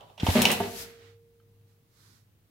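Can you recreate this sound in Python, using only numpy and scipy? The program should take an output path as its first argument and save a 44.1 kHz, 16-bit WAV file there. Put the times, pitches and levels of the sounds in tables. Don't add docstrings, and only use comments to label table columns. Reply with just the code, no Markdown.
import sys
import numpy as np
from scipy import signal
from scipy.fft import rfft, irfft
from scipy.io import wavfile

SR = 44100
rng = np.random.default_rng(int(sys.argv[2]) if len(sys.argv) > 2 else 0)


def wav_out(sig):
    wavfile.write(sys.argv[1], SR, np.round(np.clip(np.atleast_2d(sig).T, -1, 1) * 32767).astype(np.int16))


N = 110250
T = np.arange(N) / SR
HZ = np.maximum(np.fft.rfftfreq(2 * N, 1 / SR), 1)


def coin_clicks():
    # (time [s], body [dB], steel [dB], edge [dB], left minus right [dB], decay [s])
    contacts = [(.007, -47, -46, -58.5, -4.5, .003), (.0985, -44.5, -56, -72, -4.5, .003),
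                (0.1764, -47.5, -46, -61, -5, .012), (0.1976, -46, -30.5, -58, -4.5, .007),
                (.2305, -30.5, -41, -52.5, 0, .003), (0.2659, -10.5, -21, -33.5, -3.5, .003),
                (.291, -26, -29, -36, -0.5, .004), (.3025, -26.5, -23, -37.5, -1, .004),
                (.352, -31, -28, -36, 0, .005), (.369, -29.5, -28.5, -37, 4.5, .005),
                (.418, -27, -12.5, -9, 1.5, .0025), (.4235, -34.5, -24.5, -21.5, 4.5, .006),
                (0.453, -11.5, 1.5, -14.5, -3, 0.0018), (.4655, -28, -27.5, -32.5, 0.5, .004),
                (.4965, -24, -27, -35, -3, .004), (.504, -35.5, -20, -31.5, 1.5, .004),
                (0.515, -21, -24.5, -14, 3.5, 0.0031), (.522, -25, -33, -26.5, -2, .01),
                (.602, -27, -48, -46, -24, .005)]
    # (frequency [Hz], level [dB])
    body = [(200, -26.5), (500, -7.5), (700, 1), (930, 1.5), (1150, -12), (1600, -24.5), (3000, -45.5)]
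    steel = [(700, -30.5), (1300, -20), (2000, -11.5), (2400, -1.5), (2950, 3), (3800, -5), (4700, -12.5),
             (5700, -11.5), (7000, -19), (16000, -47.5)]
    edge = [(2000, -23.5), (4500, -1), (6000, -0.5), (8000, 1), (10500, 0), (13000, 0), (16000, -3)]
    band_widths = [.7, 0.17, 2]
    width = np.array(band_widths)[:, None, None]
    rise_s = 0.0012
    t = T[:SR // 10]
    bursts = np.zeros((3, 2, N))
    for start_s, *band_db, pan_db, decay_s in contacts:
        noise = rng.standard_normal((3, 3, len(t)))
        stereo = (noise[:, :1] + width * noise[:, 1:]) / np.hypot(1, width)
        envelope = (1 - np.exp(-t / rise_s)) * np.exp(-t / decay_s)
        i = int(start_s * SR)
        bursts[:, :, i:i + len(t)] += stereo * envelope * pan(pan_db) * undb(band_db)[:, None, None]
    return sum(colour(burst, spectrum) for burst, spectrum in zip(bursts, (body, steel, edge)))


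def coin_roll():
    levels = [(.165, -78.5), (.205, -42.5), (.255, -39.5), (.28, -32), (.34, -33.5), (.365, -26),
              (.44, -30), (.515, -27), (.56, -39), (.64, -38), (.8, -83)]
    spectrum = [(50, -8.5), (150, 4), (300, -2), (450, 4), (800, 0), (1300, -3.5), (2000, -1.5),
                (3000, -4.5), (4000, -6), (5500, -18), (8000, -22), (16000, -31.5)]
    grains_per_s, spread_db = 5000, 4
    grains = (rng.random(N) < grains_per_s / SR) * undb(spread_db * rng.standard_normal(N))
    scrape = diffuse(grains / np.std(grains) * curve(levels))
    return colour(scrape, spectrum) * pan(db=-0.5)


def acceptor(coin):
    plate_modes = [(2335, -1, .2), (2531, -1, .18), (2724, -3, .15), (2968, -5, .1), (3600, 2, .16),
                   (3910, 0, .13), (4328, 1, .2), (5372, 0, .2), (5910, -3, .15)]
    plates_db, housing_db = -23.5, -5
    plates = coin + undb(plates_db) * through(coin, ring(plate_modes))
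    return plates + undb(housing_db) * through(plates, diffuse() * fade(T, t60_s=0.2))


def panel_thumps():
    blows = [(0.2345, -15, -25), (0.2874, -16.5, -15)]  # (time [s], push [dB], boom [dB])
    modes = [(87, 0, .18), (143, -14, .12)]  # (frequency [Hz], level [dB], t60 [s])
    push_s = 0.00098
    thumps = np.zeros(N)
    for start_s, push_db, boom_db in blows:
        u = (T - start_s) / push_s
        thumps += undb(push_db) * u * np.exp((1 - u ** 2) / 2)
        thumps += undb(boom_db) * ring(modes, start_s)
    return thumps


def chute():
    knocks = [(.348, -13), (.4525, -31.5), (.497, -31.5)]  # (time [s], level [dB])
    modes = [(146, -15, .55), (210, -1, .27), (239, 0, .3), (355, -13, .17), (393, -10, .27),
             (455, -13, .27), (571, -14, .2), (620, -4.5, .3), (815, -20, .2), (1179, -21, .15)]
    return struck(knocks, modes, rise_s=0.012)


def latch():
    hits = [(.6015, -23.5), (.6235, -39), (.672, -34)]  # (time [s], level [dB])
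    modes = [(99, -10, .17), (196, -5, .2), (239, -8, .22), (401, -1, .21), (657, -7, .12), (702, -1, .11),
             (908, -8, .15), (1162, -17, .14), (1667, -19, .22)]
    return struck(hits, modes, rise_s=0.00067)


def steel_ring():
    modes = [(463.8, -3, 2.35), (1826, -14.5, .75), (1801, -16, 0.66)]  # (frequency [Hz], level [dB], t60 [s])
    return undb(-35.5) * ring(modes, start_s=0.453) * pan(db=-3)


def sleeve():
    levels = [(.18, -73), (.255, -41.5), (.33, -34), (.38, -36), (.5, -36.5), (.6, -46), (.74, -46),
              (.785, -40), (.825, -39.5), (.865, -53.5), (.96, -67.5), (1.15, -92)]
    spectrum = [(60, 3), (200, -4), (1000, -6.5), (3000, -2.5), (4800, 2.5), (6500, 0), (9500, -3),
                (12000, 2), (13500, -4), (16000, -7.5)]
    return colour(diffuse(), spectrum) * curve(levels) * pan(db=3.5)


def slot_rub():
    levels = [(0, -54.5), (.02, -51.5), (.06, -57), (.115, -58.5), (.16, -67), (.2, -89)]  # (time [s], level [dB])
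    spectrum = [(180, -5.5), (280, -15), (430, -3), (600, 1), (830, -2), (1050, -1.5), (1600, -16.5),
                (2300, -19.5), (3100, -11.5), (4200, -20), (6000, -34.5), (16000, -41)]
    modes = [(433, -8, .4), (660, -5, .4), (830, -2, .45), (980, 0.5, .35), (1150, -7.5, .3),
             (2930, -7, 0.11), (3500, -7.5, .12)]
    friction = diffuse() * curve(levels)
    mouth = undb(-5) * through(friction, ring(modes))
    return (colour(friction, spectrum) + mouth) * pan(db=-2)


def soft_rubs():
    strokes = [(0.796, 0.13, -48.5, -3.5), (1.055, 0.081, -59, -5)]  # (peak [s], half length [s], level [dB], left minus right [dB])
    spectrum = [(200, 5.5), (600, 1), (1000, -4), (1400, 3.5), (2000, 3.5), (2800, 1), (4000, -1),
                (7000, -9.5), (11000, -19.5), (16000, -18)]
    return swells(strokes, spectrum)


def arm_tick():
    hits = [(1.399, -61.5)]  # (time [s], level [dB])
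    modes = [(1228, -5.5, 0.044), (1330, -3, 0.042), (1560, -3, 0.03), (2360, -16, 0.026),
             (3100, -4, 0.032), (4320, -9, .04)]
    return struck(hits, modes, rise_s=0.0011)


def arm_swishes():
    strokes = [(1.71, 0.052, -76.5, -7), (2.05, 0.11, -62.5, -6), (2.165, 0.06, -71, -7.5)]  # (peak [s], half length [s], level [dB], left minus right [dB])
    spectrum = [(300, 4), (700, -11), (1250, 3), (2000, -1.5), (2850, -7.5), (4000, 2), (6000, -1),
                (9000, -6), (12500, -5), (16000, -14.5)]
    return swells(strokes, spectrum)


def reverb(x):
    decays = [(80, 0.55), (300, 0.74), (1000, 0.61), (3000, 0.59), (7000, 0.23), (14000, .5)]  # (frequency [Hz], t60 [s])
    band_hz, band_t60_s = np.array(decays).T
    rise_s = 0.0079
    noise = rfft(diffuse(), 2 * N)
    tail = np.zeros((2, N))
    for share, t60_s in zip(np.eye(len(band_hz)), band_t60_s):
        band = np.interp(np.log(HZ), np.log(band_hz), share)
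        tail += irfft(noise * band)[:, :N] * fade(T, t60_s)
    return through(x, tail * (1 - np.exp(-T / rise_s)))


def mains_hum():
    levels = [(0, -65), (.92, -70), (1.1, -56), (1.2, -60.5), (1.3, -75), (1.44, -62), (1.7, -60.5),
              (1.9, -82.5), (2.03, -64), (2.24, -62.5), (2.3, -74), (2.38, -73), (2.5, -69.5)]
    hum_hz, depth = 102, 0.014
    wander = np.interp(T, np.linspace(0, T[-1], 30), rng.standard_normal(30))
    phase = 2 * np.pi * np.cumsum(hum_hz * (1 + depth * wander)) / SR
    return np.sqrt(2) * np.sin(phase) * curve(levels)


def room_tone():
    spectrum = [(25, -2.5), (60, 3), (120, 8.5), (220, -3), (400, -7), (700, -18), (1500, -19),
                (4000, -21.5), (8000, -25), (12000, -21.5), (16000, -19)]
    return undb(-66) * colour(diffuse(), spectrum)


def undb(db):
    return 10 ** (np.asarray(db) / 20)


def curve(levels):
    return undb(np.interp(T, *np.array(levels).T))


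def pan(db):
    return undb(np.array([[db], [-db]]) / 2)


def fade(t, t60_s):
    return np.exp(-np.log(1000) * t / t60_s)


def colour(x, spectrum):
    hz, db = np.array(spectrum).T
    gain = undb(np.interp(np.log(HZ), np.log(hz), db))
    cepstrum = irfft(np.log(gain / np.sqrt(np.mean(gain ** 2))))
    cepstrum[1:N] *= 2
    cepstrum[N + 1:] = 0
    return irfft(rfft(x, 2 * N) * np.exp(rfft(cepstrum)))[..., :N]


def diffuse(envelope=1):
    bass_correlation, corner_hz = 0.82, 650
    correlation = bass_correlation / (1 + (HZ / corner_hz) ** 4)
    mid, side = rfft(rng.standard_normal((2, N)) * envelope, 2 * N)
    mid *= np.sqrt((1 + correlation) / 2)
    side *= np.sqrt((1 - correlation) / 2)
    return irfft(np.array([mid + side, mid - side]))[:, :N]


def ring(modes, start_s=0):
    t = np.maximum(T - start_s, 0)
    return sum((-1) ** k * undb(db) * np.sin(2 * np.pi * hz * t) * fade(t, t60_s)
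               for k, (hz, db, t60_s) in enumerate(modes))


def struck(hits, modes, rise_s):
    return sum(undb(db) * ring(modes, start_s) * (1 - np.exp(-np.maximum(T - start_s, 0) / rise_s))
               for start_s, db in hits)


def swells(strokes, spectrum):
    envelope = sum(undb(db) * pan(pan_db) * np.exp(-((T - peak_s) / half_s) ** 2)
                   for peak_s, half_s, db, pan_db in strokes)
    return colour(diffuse(), spectrum) * envelope


def through(x, response):
    response = np.atleast_2d(response)
    energy = np.mean(np.sum(response ** 2, axis=1))
    return signal.fftconvolve(x, response / np.sqrt(energy), axes=1)[:, :N]


def scene():
    coin = acceptor(coin_clicks() + coin_roll())
    thumps = panel_thumps()
    cabinet = chute() + latch() + arm_tick()
    echo = reverb(undb(-14.5) * coin + undb(-11) * cabinet + undb(-12.5) * thumps)
    friction = slot_rub() + sleeve() + soft_rubs() + arm_swishes()
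    return coin + thumps + cabinet + steel_ring() + friction + echo + mains_hum() + room_tone()


def record(dry):
    low_hz, ceiling, top_hz = 31.7, 1.3, 15800
    thinned = signal.sosfilt(signal.butter(2, low_hz, "high", fs=SR, output="sos"), dry)
    rounded = ceiling * np.tanh(thinned / ceiling)
    return signal.sosfilt(signal.ellip(10, .2, 70, top_hz, fs=SR, output="sos"), rounded)


dry = scene()
out = record(dry)
wav_out(out)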